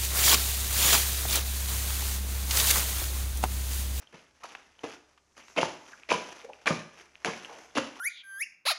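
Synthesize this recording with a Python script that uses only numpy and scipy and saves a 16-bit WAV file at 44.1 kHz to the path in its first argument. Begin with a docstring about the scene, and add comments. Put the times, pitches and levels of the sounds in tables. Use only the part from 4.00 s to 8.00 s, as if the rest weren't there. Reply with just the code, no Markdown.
"""A leather shoe presses lightly on an air-filled plastic bag on a tiled floor; the film rustles,
ticks and squeaks. From 1.56 s the shoe stamps five times. Each stamp touches the film, crushes its
creases, buffets and pops the air cushion, which rings hollow, and lands with a heel thud.
Between stamps the film rustles on and trouser cloth swishes. The hard room rings after every blow."""
import sys
import numpy as np
from scipy import signal
from scipy.fft import rfft, irfft
from scipy.io import wavfile
from scipy.ndimage import uniform_filter1d

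SR = 44100
rng = np.random.default_rng(int(sys.argv[2]) if len(sys.argv) > 2 else 0)


def dump_mix(stems):
    """Bounce the given channels to the path in sys.argv[1] as a 16-bit WAV at rate SR."""
    frames = np.atleast_2d(stems).T  # one column per channel
    limited = np.clip(frames, -1, 1)  # hard clip at full scale
    pcm = np.round(limited * 32767).astype(np.int16)
    wavfile.write(sys.argv[1], SR, pcm)


N = 176400
TIME = np.arange(N) / SR


def from_db(db):
    """Decibels to gain."""
    return 10 ** (np.asarray(db) / 20)


def rms_one(x):
    """Scale to unit rms."""
    return x / np.sqrt(np.mean(x ** 2) + 1e-20)


def at_hz(points, hz, column=1):
    """Read a table column on a log-frequency axis."""
    table = np.array(points)
    return np.interp(np.log(hz + 1), np.log(table[:, 0]), table[:, column])


def colour(x, spectrum, size=2048):
    """Minimum-phase filter with the given spectrum; output rms 1."""
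    gain = from_db(at_hz(spectrum, np.linspace(0, SR / 2, size + 1)))
    cepstrum = irfft(np.log(gain))
    cepstrum[1:size] *= 2
    cepstrum[size + 1:] = 0
    impulse = irfft(np.exp(rfft(cepstrum)))
    return rms_one(signal.fftconvolve(x, impulse)[:N])


def clicks(per_s, spread_db):
    """Random clicks of uneven size and sign."""
    sizes = from_db(spread_db * np.minimum(rng.exponential(1, N), 3))
    return sizes * rng.choice([-1, 1], N) * (rng.random(N) < per_s / SR)


def grains(per_s, spread_db, low_hz, high_hz, cycles, count=22):
    """Random clicks, each ringing at one of count pitches, 60 dB down after the given cycles."""
    train = clicks(per_s, spread_db)
    pitch_index = rng.integers(0, count, N)
    out = np.zeros(N)
    for k, hz in enumerate(np.geomspace(low_hz, high_hz, count)):
        r = from_db(-60 * hz / cycles / SR)
        gain = (1 - r * r) / 2
        poles = [1, -2 * r * np.cos(2 * np.pi * hz / SR), r * r]
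        out += signal.lfilter([gain, 0, -gain], poles, train * (pitch_index == k) + 1e-18)
    return out


def steady(x, size=660):
    """Even out the level over 15 ms, keeping the grain."""
    return x / np.sqrt(np.abs(uniform_filter1d(x ** 2, size)) + .02)


def swell(peak_s, rise_s, decay_s):
    """Exponential rise to 1, then exponential decay."""
    t = TIME - peak_s
    return np.exp(np.maximum(np.minimum(t / rise_s, -t / decay_s), -40))


def wander(step_s):
    """Random curve within +-2, one knot per step."""
    knots = np.clip(rng.standard_normal(N // 10), -2, 2)
    return np.interp(TIME / step_s, np.arange(len(knots)), knots)


def tone(hz, jitter_hz):
    """Sine of wavering pitch and level; rms 1."""
    step_s = .5 / jitter_hz
    pitch_hz = hz + jitter_hz * wander(step_s)
    return rms_one(np.sin(2 * np.pi * np.cumsum(pitch_hz) / SR) * from_db(2 * wander(step_s)))


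def rings(rows, contact_s=0.00014, size=8000):
    """One damped sine per row, its onset softened by the contact time."""
    out, t = np.zeros(N + size), np.arange(size) / SR
    for start_s, db, hz, t60_s in rows:
        start = int(start_s * SR)
        envelope = (1 - np.exp(-t / contact_s)) * np.exp(-np.log(1000) * t / t60_s)
        out[start:start + size] += from_db(db) * envelope * np.sin(2 * np.pi * hz * t)
    return out[:N]


# Room air. Each row: frequency in Hz, relative level in dB.
AIR_SPECTRUM = [(25, -2), (70, -7), (120, -12), (300, -15), (1000, -21.5), (3000, -31), (6000, -23),
                (12000, -41)]


def background(air_db=-69.5, hum_db=-72, hum_hz=70):
    """Quiet room air with a faint low hum."""
    air = from_db(air_db) * colour(rng.standard_normal(N), AIR_SPECTRUM)
    return air + from_db(hum_db) * np.sin(2 * np.pi * hum_hz * TIME)


# Film and cloth rubbing. 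Each row: frequency in Hz, relative level in dB.
RUB_SPECTRUM = [(80, -13.5), (250, -2), (550, -1.5), (1500, -1), (2500, -4), (4100, -12.5), (6100, -6),
                (8300, -24.5), (10300, -19.5), (12000, -27.5)]
# Snapping creases. Each row: frequency in Hz, relative level in dB.
CRACKLE_SPECTRUM = [(300, 8.5), (800, 0), (1500, -2.5), (2500, 2.5), (3300, -3), (4200, -15), (6200, -15.5),
                    (8200, -39), (10500, -19), (12000, -35.5)]
# Rustle envelope. Each row: time in seconds, level in dB.
RUSTLE_LEVELS = [(0, -59.5), (.1, -66.5), (.2, -58), (.33, -72.5), (.49, -52.5), (.72, -69.5), (.94, -47.5),
                 (1.03, -75.5), (1.125, -67.5), (1.22, -83), (1.36, -69), (1.38, -53), (1.46, -63.5),
                 (1.96, -55.5), (2.08, -63), (2.25, -51.5), (2.41, -50.5), (2.47, -60.5), (2.64, -64),
                 (2.93, -61.5), (2.99, -51.5), (3.11, -67.5), (3.43, -49), (3.56, -53), (3.7, -61),
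                 (4, -53)]


def rustle(rub_db=-1.5, patchy_db=4.0, tick_db=-6.5):
    """Uneven rubbing and the ticks of unfolding creases follow the movement of the leg."""
    rub = colour(clicks(per_s=2100, spread_db=2.5), RUB_SPECTRUM)
    rub *= from_db(rub_db + patchy_db * wander(step_s=.012))
    ticks = grains(per_s=370, spread_db=4.0, low_hz=700, high_hz=10630, cycles=10.6)
    ticks = from_db(tick_db) * colour(ticks, CRACKLE_SPECTRUM)
    return from_db(np.interp(TIME, *np.transpose(RUSTLE_LEVELS))) * (rub + ticks)


# Each row: start in seconds, level in dB, pitch in Hz, T60 in seconds.
CREASE_SNAPS = [(0.0725, -43.5, 3160, 0.015), (0.5503, -29.5, 2610, 0.013), (0.7920, -40.5, 3060, 0.013),
                (1.3712, -45, 1290, 0.0034), (1.5732, -19, 2570, 0.015), (1.5832, -20.5, 2200, 0.033),
                (2.0342, -31, 2480, 0.0052), (2.1040, -12, 2630, 0.0059), (2.1155, -15.5, 2360, 0.012),
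                (2.5338, -31.5, 2590, 0.0068), (2.6742, -9, 2370, 0.0089), (3.1550, -28.5, 2560, 0.0035),
                (3.3350, -25, 2180, 0.0081), (3.4478, -27, 2820, 0.01)]


def snaps():
    """Single creases snap over and ring briefly."""
    return rings(CREASE_SNAPS)


def film_crackle():
    """Dense crease snaps of film under load, at an even level."""
    dense = grains(per_s=1400, spread_db=5.0, low_hz=600, high_hz=10330, cycles=9.6)
    return steady(colour(dense, CRACKLE_SPECTRUM))


# Fine crinkle. Each row: frequency in Hz, relative level in dB.
CRINKLE_SPECTRUM = [(400, 1.5), (1200, -2.5), (2500, 6.5), (4000, 1), (6200, 3), (7300, -4.5), (8400, -23),
                    (10300, -6), (12000, -34)]


def film_crinkle(patchy_db=3):
    """Tiny clicks of the film, coming in patches."""
    fine = steady(colour(clicks(per_s=5400, spread_db=2.5), CRINKLE_SPECTRUM))
    return fine * from_db(patchy_db * wander(step_s=0.0058))


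# Each row: start in seconds, level in dB.
SOLE_TOUCHES = [(0.126, -56), (0.4347, -59), (0.834, -50), (1.563, -38), (2.089, -32), (2.658, -51),
                (3.247, -27), (3.753, -33.5)]


def touches(crackle, crinkle, decay_s=0.0058):
    """The sole meets the film with an abrupt, short crackle."""
    envelope = sum(from_db(db) * (TIME >= start_s) * swell(start_s, decay_s, decay_s)
                   for start_s, db in SOLE_TOUCHES)
    return envelope * (crackle + 0.34 * crinkle)


def in_contact(hold_s=.3):
    """Gate, open for hold_s from each touch."""
    return np.max([(TIME >= s) & (TIME < s + hold_s) for s, _ in SOLE_TOUCHES], axis=0)


def creases(crackle, low_hz=1100, high_hz=3400, count=6, width_hz=55, ring_db=-3):
    """The folds of one crush ring at a few random pitches."""
    r = np.exp(-np.pi * width_hz / SR)
    pitches = low_hz * (high_hz / low_hz) ** ((np.arange(count) + rng.random(count)) / count)
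    ringing = sum(signal.lfilter([1, 0, -1], [1, -2 * r * np.cos(2 * np.pi * hz / SR), r * r], crackle)
                  for hz in pitches)
    return rms_one(crackle + from_db(ring_db) * steady(rms_one(ringing)))


# Each row: peak time in seconds, crackle level in dB, crackle decay in seconds, crinkle level in dB.
FILM_CRUSHES = [(0.141, -53, 0.04, -58), (0.437, -53.5, 0.016, -50.5), (0.84, -44.5, 0.035, -47.5),
                (1.581, -25.5, 0.017, -38), (1.616, -35.5, 0.043, -39), (2.109, -29, 0.044, -32),
                (2.675, -22, 0.014, -31.5), (3.262, -36, 0.058, -37), (3.769, -32.5, 0.041, -35.5)]


def crushes(crackle, crinkle, lead_s=.016):
    """The sole crushes the creases: ringing crackle with a fine crinkle."""
    out = np.zeros(N)
    for peak_s, crackle_db, decay_s, crinkle_db in FILM_CRUSHES:
        coarse = from_db(crackle_db) * swell(peak_s, rise_s=0.0071, decay_s=decay_s) * creases(crackle)
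        fine = from_db(crinkle_db) * swell(peak_s, rise_s=0.0061, decay_s=0.051) * crinkle
        out += (TIME > peak_s - lead_s) * (coarse + fine)
    return out


# Flapping air cushion. Each row: frequency in Hz, relative level in dB.
CUSHION_SPECTRUM = [(40, -23.5), (100, -36), (170, -6), (280, -4.5), (500, -1), (700, -6.5), (1000, -7),
                    (1500, -16.5), (3000, -30), (8000, -52)]
# Each row: peak time in seconds, level in dB, decay in seconds.
CUSHION_BUFFETS = [(0.142, -50.5, 0.02), (0.849, -34.5, 0.0098), (1.586, -27, 0.021), (2.12, -23.5, 0.017),
                   (2.676, -28.5, 0.0066), (2.708, -29.5, 0.027), (3.265, -31.5, 0.035), (3.778, -24, 0.01)]


def buffets(rise_s=0.013):
    """The air cushion flaps as the sole buffets it."""
    flaps = grains(per_s=1500, spread_db=3.5, low_hz=148.3, high_hz=1785, cycles=9.9)
    envelope = sum(from_db(db) * swell(s, rise_s, decay_s) for s, db, decay_s in CUSHION_BUFFETS)
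    return envelope * steady(colour(flaps, CUSHION_SPECTRUM))


# Each row: start in seconds, level in dB, pitch in Hz.
CUSHION_POPS = [(0.1402, -41, 600), (0.8402, -19.5, 406), (1.6313, -7, 950), (2.1188, -10.5, 710),
                (2.7042, -29, 390), (3.2570, -15.5, 677), (3.7831, -8, 1290)]


def pops(cycles=6.35):
    """The air cushion pops under the sole and dies within a few cycles."""
    return rings([(s, db, hz, cycles / hz) for s, db, hz in CUSHION_POPS])


# Each row: start in seconds, level in dB, pitch in Hz.
HEEL_THUDS = [(0.142, -40.5, 173), (0.842, -41, 231), (1.63, -27.5, 161), (2.149, -27.5, 190),
              (2.706, -16, 182), (2.724, -22.5, 155), (3.283, -23.5, 192), (3.778, -28, 140)]


def thuds(cycles=8.9):
    """The heel lands on the floor with a low, damped ring."""
    return rings([(s, db, hz, cycles / hz) for s, db, hz in HEEL_THUDS])


# Each row: start in seconds, level in dB, upper band edge in Hz, decay in seconds.
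FILM_CRACKS = [(0.4386, -43, 11000, 0.0006), (0.5500, -35, 2630, 0.0042), (1.1765, -52, 2800, 0.0053),
               (1.4823, -44, 3080, 0.0029), (2.659, -28.5, 3470, 0.0023), (2.6715, -17.5, 5600, 0.00037),
               (3.4472, -40.5, 6170, 0.00046), (3.7514, -41, 5000, 0.0018)]


def cracks(low_hz=730, size=2000):
    """Taut film cracks in unpitched bursts of a few milliseconds."""
    out, t = np.zeros(N + size), np.arange(size) / SR
    for start_s, db, top_hz, decay_s in FILM_CRACKS:
        band = signal.butter(2, [low_hz, top_hz], "band", fs=SR, output="sos")
        burst = rms_one(signal.sosfilt(band, rng.choice([-1., 1.], size)))
        start = int(start_s * SR)
        out[start:start + size] += from_db(db) * burst * np.exp(-t / decay_s)
    return out[:N]


# Each row: peak time in seconds, level in dB, pitch in Hz, jitter in Hz, decay in seconds.
SOLE_SQUEAKS = [(0.443, -37.5, 1020, 259.3, 0.01), (1.40, -57, 2473, 445, 0.064),
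                (1.936, -43.5, 1473, 276.8, 0.0066), (2.4532, -38, 522, 70, 0.004),
                (2.499, -38.5, 560, 240, .008), (3.496, -46, 700, 401, 0.084)]


def squeaks(rise_s=0.0071):
    """The sole sticks and slips on the film: regular slips squeak, jittery ones scuff."""
    return sum(from_db(db) * swell(peak_s, rise_s, decay_s) * tone(hz, jitter_hz)
               for peak_s, db, hz, jitter_hz, decay_s in SOLE_SQUEAKS)


# Cloth hiss. Each row: frequency in Hz, relative level in dB.
SWISH_SPECTRUM = [(1000, -46), (4500, -13.5), (6400, -2), (8400, -21.5)]
# Each row: peak time in seconds, level in dB.
CLOTH_SWISHES = [(1.50, -61), (1.90, -62.5), (3.62, -63)]


def swishes(fade_s=0.09):
    """Trouser cloth hisses softly as the leg swings."""
    envelope = sum(from_db(db) * swell(peak_s, fade_s, fade_s) for peak_s, db in CLOTH_SWISHES)
    return envelope * colour(rng.standard_normal(N), SWISH_SPECTRUM)


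# Each row: peak time in seconds, level in dB, main pitch in Hz, second pitch in Hz.
POCKET_DENTS = [(1.586, -23.5, 668, 474), (1.616, -44, 641, 468), (1.632, -29.5, 905.3, 320),
                (2.12, -27, 624, 975), (2.146, -27.5, 459, 991), (2.674, -28.5, 477.8, 1130),
                (2.709, -28.5, 589, 1227), (3.257, -32, 494, 790), (3.284, -33, 431, 1061),
                (3.782, -23.5, 575.2, 272)]


def hollows(jitter_hz=22.16, second_db=-1):
    """The squeezed air pocket rings at two resonances, new with each dent."""
    out = np.zeros(N)
    for peak_s, db, main_hz, second_hz in POCKET_DENTS:
        pair = tone(main_hz, jitter_hz) + from_db(second_db) * tone(second_hz, jitter_hz)
        out += from_db(db) * swell(peak_s, rise_s=0.0045, decay_s=0.0062) * pair
    return out


# Reverberation. Each row: frequency in Hz, T60 in seconds, level in dB.
ROOM_BANDS = [(121, 0.38, -7), (298, 0.41, -6), (820, 0.47, -7.5), (2200, 0.59, -13), (5860, 0.44, -8),
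              (10900, 0.41, -12.5)]


def room(x, delay_s=0.0088, build_s=0.0024, size=40000):
    """Diffuse ring of the tiled room, dying in half-octave bands."""
    t, tail = np.arange(size) / SR, np.zeros(size)
    edges_hz = 50 * 2 ** np.arange(0, 8.5, .5)
    build = 1 - np.exp(-np.maximum(t - delay_s, 0) / build_s)
    for low, high in zip(edges_hz, edges_hz[1:]):
        hz = np.sqrt(low * high)
        bandpass = signal.butter(2, [low, high], "band", fs=SR, output="sos")
        band = signal.sosfilt(bandpass, rng.standard_normal(size))
        band *= build * np.exp(-np.log(1000) * t / at_hz(ROOM_BANDS, hz))
        band *= np.sqrt(2 * (high - low) / SR / np.sum(band ** 2))  # unit gain in band
        tail += from_db(at_hz(ROOM_BANDS, hz, column=2)) * band
    return signal.fftconvolve(x, tail)[:N]


def scene(bag_low_hz=120):
    """The bag, too small to radiate deep bass, in its room."""
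    crackle, crinkle = film_crackle(), film_crinkle()
    underfoot = touches(crackle, crinkle) + crushes(crackle, crinkle) + buffets() + hollows()
    bag = rustle() + snaps() + underfoot * in_contact()
    bag += pops() + thuds() + cracks() + squeaks() + swishes()
    bag = signal.sosfilt(signal.butter(2, bag_low_hz, "high", fs=SR, output="sos"), bag)
    return (background() + bag + room(bag))[None]


def record(dry, low_cut_hz=90, high_cut_hz=12150):
    """The small microphone loses the bass; the top is cut steeply."""
    thin = signal.sosfilt(signal.butter(1, low_cut_hz, "high", fs=SR, output="sos"), dry)
    return signal.sosfilt(signal.ellip(10, .2, 70, high_cut_hz, fs=SR, output="sos"), thin)


dry = scene()
out = record(dry)
dump_mix(out)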